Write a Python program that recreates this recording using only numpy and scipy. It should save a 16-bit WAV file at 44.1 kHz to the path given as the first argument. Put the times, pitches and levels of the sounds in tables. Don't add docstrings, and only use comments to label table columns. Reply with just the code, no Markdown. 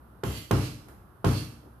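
import sys
import numpy as np
from scipy import signal
from scipy.fft import rfft, irfft
from scipy.io import wavfile
from scipy.ndimage import uniform_filter1d

SR = 44100
rng = np.random.default_rng(int(sys.argv[2]) if len(sys.argv) > 2 else 0)


def pcm_store(signal):
    levels = np.round(np.clip(np.atleast_2d(signal), -1, 1) * 32767)
    wavfile.write(sys.argv[1], SR, levels.astype(np.int16).T)


N = 79380
TIME = np.arange(N) / SR
BIN_HZ = np.maximum(np.arange(N // 2 + 1) * SR / N, 1)

# start in seconds, pulse gain in dB, contact width in ms, snap gain in dB,
# knock gain in dB, knock pitch ratio, crackle, room and boom gains in dB, boom delay in seconds,
# boom centre in Hz, hiss level in dB, hiss length in seconds, swell level in dB.
PUNCHES = [(0.2350, -22, 0.14, -40, -14, 0.81, -32, -8, -8.5, .034, 72, -44, .15, -45),
           (0.5103, -8.5, 0.29, -32, 3, 0.98, -22.5, -0.5, 0.5, 0.019, 117, -43, .15, -46.5),
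           (1.2444, -11.5, 0.23, -46, -3, 0.9, -31.5, -0.5, 1, 0.02033, 114, -42, 0.14, -43)]
# delay in ms, left gain, right gain.
REFLECTIONS = [(2.31, -0.083, 0.45), (3.73, -0.39, -0.48), (4.69, 0.12, 0.22), (7.07, -0.092, 0.16),
               (9.88, -0.3, 0.6), (19.4, 0.1, -0.1), (22.28, 0.13, 0.65), (23.94, -0.35, -.45)]
# frequency in Hz, relative level in dB, 60 dB decay time in seconds.
TUBE_MODES = [(404, -46, 0.027), (471, -30, 0.038), (712, -34, 0.094), (950, -56, 0.1),
              (1056, -22.5, 0.021)]
GARAGE_MODES = [(54, -64, .5), (69.2, -18.5, 0.38), (101.8, -18, 0.43), (109.96, -22.5, 0.32),
                (127.9, -20.5, 0.56), (157.8, -29.5, 0.59), (173.2, -31, 0.4), (231.4, -30, 0.71),
                (249.9, -28, 0.55), (288.3, -24, 0.57), (307.4, -25, 0.66), (394, -25, 0.27),
                (444, -35, 0.7)]
PANEL_MODES = [(119.4, -21.5, 0.19), (171.7, -20, .1), (305, -24.5, .1)]
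# start in seconds, level in dB.
BENDS = [(0.2355, -26)]
CLICKS = [(0.885, -45)]
# frequency in Hz, relative spectral density in dB.
SNAP_SPECTRUM = [(800, 15), (2000, 5), (4500, 0), (8000, -18), (13000, 6)]
CRACKLE_SPECTRUM = [(300, 4.5), (1100, -4), (2000, -3), (4400, -5.5), (7000, -8.5), (10000, -18),
                    (13000, -6.5)]
HISS_SPECTRUM = [(700, -2.5), (1700, 2), (2800, 4), (4500, 0), (5500, 2), (7000, 1), (9500, -1),
                 (12500, 4.5), (14000, -14)]
SWELL_SPECTRUM = [(1500, -36), (2600, 7.5), (3350, 5.5), (3750, -2), (4200, 10.5), (4750, 8.5), (5500, -31),
                  (8000, -7), (11500, -9), (14000, -17)]
TAIL_SPECTRUM = [(50, -6.5), (100, 11), (180, 3.5), (400, 0.5), (560, -3.5), (800, -5), (1150, -5),
                 (1800, -18), (3000, -21), (6000, -34), (13000, -32)]
CLICK_SPECTRUM = [(1500, -18), (4000, -36.5), (8000, -34.5), (12500, -25)]
OUTDOOR_SPECTRUM = [(15, -70), (25, -27), (65, -8), (87, -7), (237, -14), (264, -18), (353, -15),
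                    (392, -19), (632, -21.5), (1360, -21), (2190, -41), (3010, -42), (7220, -53.5),
                    (11900, -35.5), (14000, -40)]
# frequency in Hz, 60 dB decay time in seconds.
TAIL_T60 = [(60, 0.58), (300, 0.58), (1000, 0.38), (2500, 0.66), (6000, 0.42), (13000, 0.84)]
# peak time in seconds, level in dB, centre in Hz, width in seconds.
STEPS = [(0.195, -59.5, 201, 0.012), (0.81, -49.5, 66, 0.072), (0.9, -55.5, 323, 0.043),
         (0.958, -53.5, 63, 0.12), (1.665, -51.5, 290, .025)]
# multiple of its centre frequency, relative spectral density in dB.
STEP_SPECTRUM = [(.4, -35), (.7, -14.5), (1, -6.5), (1.4, -16.5), (3, -23.5), (8, -60), (30, -95)]
# frequency in Hz, level in dB.
HUM_PARTIALS = [(62, -56.5), (118, -67), (237, -76)]
# frequency in Hz, left-right correlation.
CORRELATION = [(60, 1), (150, 0.77), (300, 0.92), (600, 0.3), (1200, 0.18), (3000, 0.057), (12000, -0.15)]
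# frequency in Hz, left minus right level in dB.
BALANCE = [(100, 1.3), (300, 0), (600, -2), (1200, -5), (2200, -4), (4400, -6.5), (8000, -4), (12500, -2)]

DIRECT_PAN_DB, REBOUND_HZ = -2.5, 180
CRACKLE_DELAY_S, CRACKLE_RISE_S, CRACKLE_FALL_S = 0.00062, 0.0021, 0.0024
BEND_START_HZ, BEND_END_HZ, BEND_GLIDE_S, BEND_T60_S = 470.4, 71, 0.02196, 0.14
BOOM_RISE_S, BOOM_WIDTH_OCT, BOOM_FOCUS_DB = 0.015, 0.54, 8.5
THUMP_DELAY_S, THUMP_GROWTH = 0.00078, 2.1
HISS_RISE_S, HISS_T60_S = 0.026, 0.56
SWELL_RISE_S, SWELL_T60_S = 0.052, 0.42
LOW_CUT_HZ, CUTOFF_HZ = 36, 13100


def pressure_pulse(age, contact_ms):
    age_ms = age * 1000
    pulses = pan(DIRECT_PAN_DB) * gaussian(age_ms, contact_ms)
    for delay_ms, left, right in REFLECTIONS:
        pulses = pulses + np.array([[left], [right]]) * gaussian(age_ms - delay_ms, contact_ms)
    rebound = signal.butter(1, REBOUND_HZ, "high", fs=SR, output="sos")
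    return -signal.sosfilt(rebound, pulses + 1e-18)


def snap(age, t60=0.0029):
    return pan(DIRECT_PAN_DB) * (age > 0) * decay(age, t60) * unit_rms(diffuse(SNAP_SPECTRUM)[0])


def knock(age, tuning):
    return sum((-1) ** k * from_db(db) * ring(age, hz * tuning, t60)
               for k, (hz, db, t60) in enumerate(TUBE_MODES))


def crackle(age, roughness_db=1):
    since = age - CRACKLE_DELAY_S
    rise = np.clip(since / CRACKLE_RISE_S, 0, 1)
    fall = np.exp(-np.maximum(since - CRACKLE_RISE_S, 0) / CRACKLE_FALL_S)
    grains = from_db(roughness_db * smooth_noise(samples=12))
    return rise * fall * grains * diffuse(CRACKLE_SPECTRUM)


def bending_wave():
    out = 0
    for start, db in BENDS:
        age = np.maximum(TIME - start, 0)
        hz = BEND_END_HZ + (BEND_START_HZ - BEND_END_HZ) * np.exp(-age / BEND_GLIDE_S)
        phase = 2 * np.pi * np.cumsum(hz * (age > 0)) / SR
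        out = out + from_db(db) * decay(age, BEND_T60_S) * np.sin(phase)
    return out


def boom(age, centre_hz):
    modes = 0
    for hz, db, t60 in GARAGE_MODES:
        nearness = gaussian(np.log2(hz / centre_hz), BOOM_WIDTH_OCT)
        modes = modes + from_db(db + BOOM_FOCUS_DB * (nearness - 1)) * ring(age, hz, t60)
    return -np.clip(age / BOOM_RISE_S, 0, 1) * modes


def thump(age):
    return -sum(from_db(db) * ring(age - THUMP_DELAY_S, hz, t60) for hz, db, t60 in PANEL_MODES)


def hiss(age, level_db, length_s, swell_db):
    late = age - length_s
    body = np.clip(age / HISS_RISE_S, 0, 1) ** .5 * decay(late, HISS_T60_S)
    swell = (age > 0) * gaussian(np.minimum(late, 0), SWELL_RISE_S) * decay(late, SWELL_T60_S)
    return (from_db(level_db) * body * rippled_noise(HISS_SPECTRUM)
            + from_db(swell_db) * swell * rippled_noise(SWELL_SPECTRUM))


def reverberation(age, gain_db=-21.5, rise_s=0.0012):
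    bands = octave_bands(diffuse(TAIL_SPECTRUM))
    tail = sum(band * decay(age, at_hz(TAIL_T60, hz)) for hz, band in bands)
    return from_db(gain_db) * np.clip(age / rise_s, 0, 1) * tail


def footwork():
    out = 0
    for peak_s, db, centre_hz, width_s in STEPS:
        spectrum = [(centre_hz * ratio, density) for ratio, density in STEP_SPECTRUM]
        out = out + from_db(db) * gaussian(TIME - peak_s, width_s) * diffuse(spectrum)
    return out


def click(t60=0.01, room_db=-9):
    envelope = 0
    for start, db in CLICKS:
        age = TIME - start
        slopes = decay(age, t60) + from_db(room_db) * decay(age, HISS_T60_S)
        envelope = envelope + from_db(db) * (age > 0) * slopes
    return envelope * diffuse(CLICK_SPECTRUM)


def background(outdoor_db=-54.5, waver_db=5.5):
    out = from_db(outdoor_db) * diffuse(OUTDOOR_SPECTRUM)
    for hz, db in HUM_PARTIALS:
        waver = np.interp(TIME, np.linspace(0, N / SR, 16), rng.standard_normal(16))
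        partial = np.sqrt(2) * np.sin(2 * np.pi * (hz * TIME + rng.random()))
        out = out + from_db(db + waver_db * waver) * partial
    return out


def from_db(db):
    return 10 ** (np.asarray(db) / 20)


def unit_rms(x):
    return x / np.sqrt(np.mean(x ** 2) + 1e-20)


def at_hz(points, hz):
    freqs, values = np.transpose(points)
    return np.interp(np.log(hz), np.log(freqs), values)


def pan(db):
    return from_db(np.array([[db], [-db]]) / 2)


def gaussian(x, sigma):
    return np.exp(-.5 * (x / sigma) ** 2)


def decay(age, t60):
    return 1000 ** (-np.maximum(age, 0) / t60)


def ring(age, hz, t60):
    return pan(at_hz(BALANCE, hz)) * (age > 0) * np.sin(2 * np.pi * hz * age) * decay(age, t60)


def smooth_noise(samples):
    return unit_rms(uniform_filter1d(rng.standard_normal(N), size=samples))


def diffuse(spectrum):
    mid, side = rfft(rng.standard_normal((2, N)))
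    correlation = np.clip(at_hz(CORRELATION, BIN_HZ), -.99, .99)
    signs = np.array([[1], [-1]])
    stereo = np.sqrt(1 + correlation) * mid + signs * np.sqrt(1 - correlation) * side
    gain = from_db(at_hz(spectrum, BIN_HZ) + signs * at_hz(BALANCE, BIN_HZ) / 2)
    return unit_rms(irfft(gain * (BIN_HZ < CUTOFF_HZ + 1000) * stereo, N))


def rippled_noise(spectrum, ripple_db=3.5, grain_db=0.3):
    hz = np.geomspace(700, 14000, num=70)
    colour = at_hz(spectrum, hz) + ripple_db * rng.standard_normal(len(hz))
    grain = from_db(grain_db * smooth_noise(samples=130))
    return diffuse(np.column_stack([hz, colour])) * grain


def octave_bands(x):
    centres = 60 * 2. ** np.arange(9)
    spectrum = rfft(x)
    return [(hz, irfft(spectrum * np.interp(np.log(BIN_HZ), np.log(centres), weights), N))
            for hz, weights in zip(centres, np.eye(len(centres)))]


def scene():
    out = background() + click() + footwork() + bending_wave()
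    room = reverberation(TIME)
    for (start, pulse_db, contact_ms, snap_db, knock_db, tuning, crackle_db, room_db,
         boom_db, boom_delay_s, boom_hz, hiss_db, hiss_s, swell_db) in PUNCHES:
        age = TIME - start
        out += from_db(pulse_db) * pressure_pulse(age, contact_ms)
        out += from_db(snap_db) * snap(age)
        out += from_db(knock_db) * knock(age, tuning)
        out += from_db(crackle_db) * crackle(age)
        out += from_db(boom_db) * boom(age - boom_delay_s, boom_hz)
        out += from_db(THUMP_GROWTH * boom_db) * thump(age - boom_delay_s)
        out += hiss(age, hiss_db, hiss_s, swell_db)
        out += from_db(room_db) * np.pad(room, ((0, 0), (int(start * SR), 0)))[:, :N]
    return out


def record(dry):
    high_pass = signal.butter(2, LOW_CUT_HZ, "high", fs=SR, output="sos")
    low_pass = signal.ellip(12, .1, 90, CUTOFF_HZ, fs=SR, output="sos")
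    return signal.sosfilt(low_pass, signal.sosfilt(high_pass, dry))


dry = scene()
out = record(dry)
pcm_store(out)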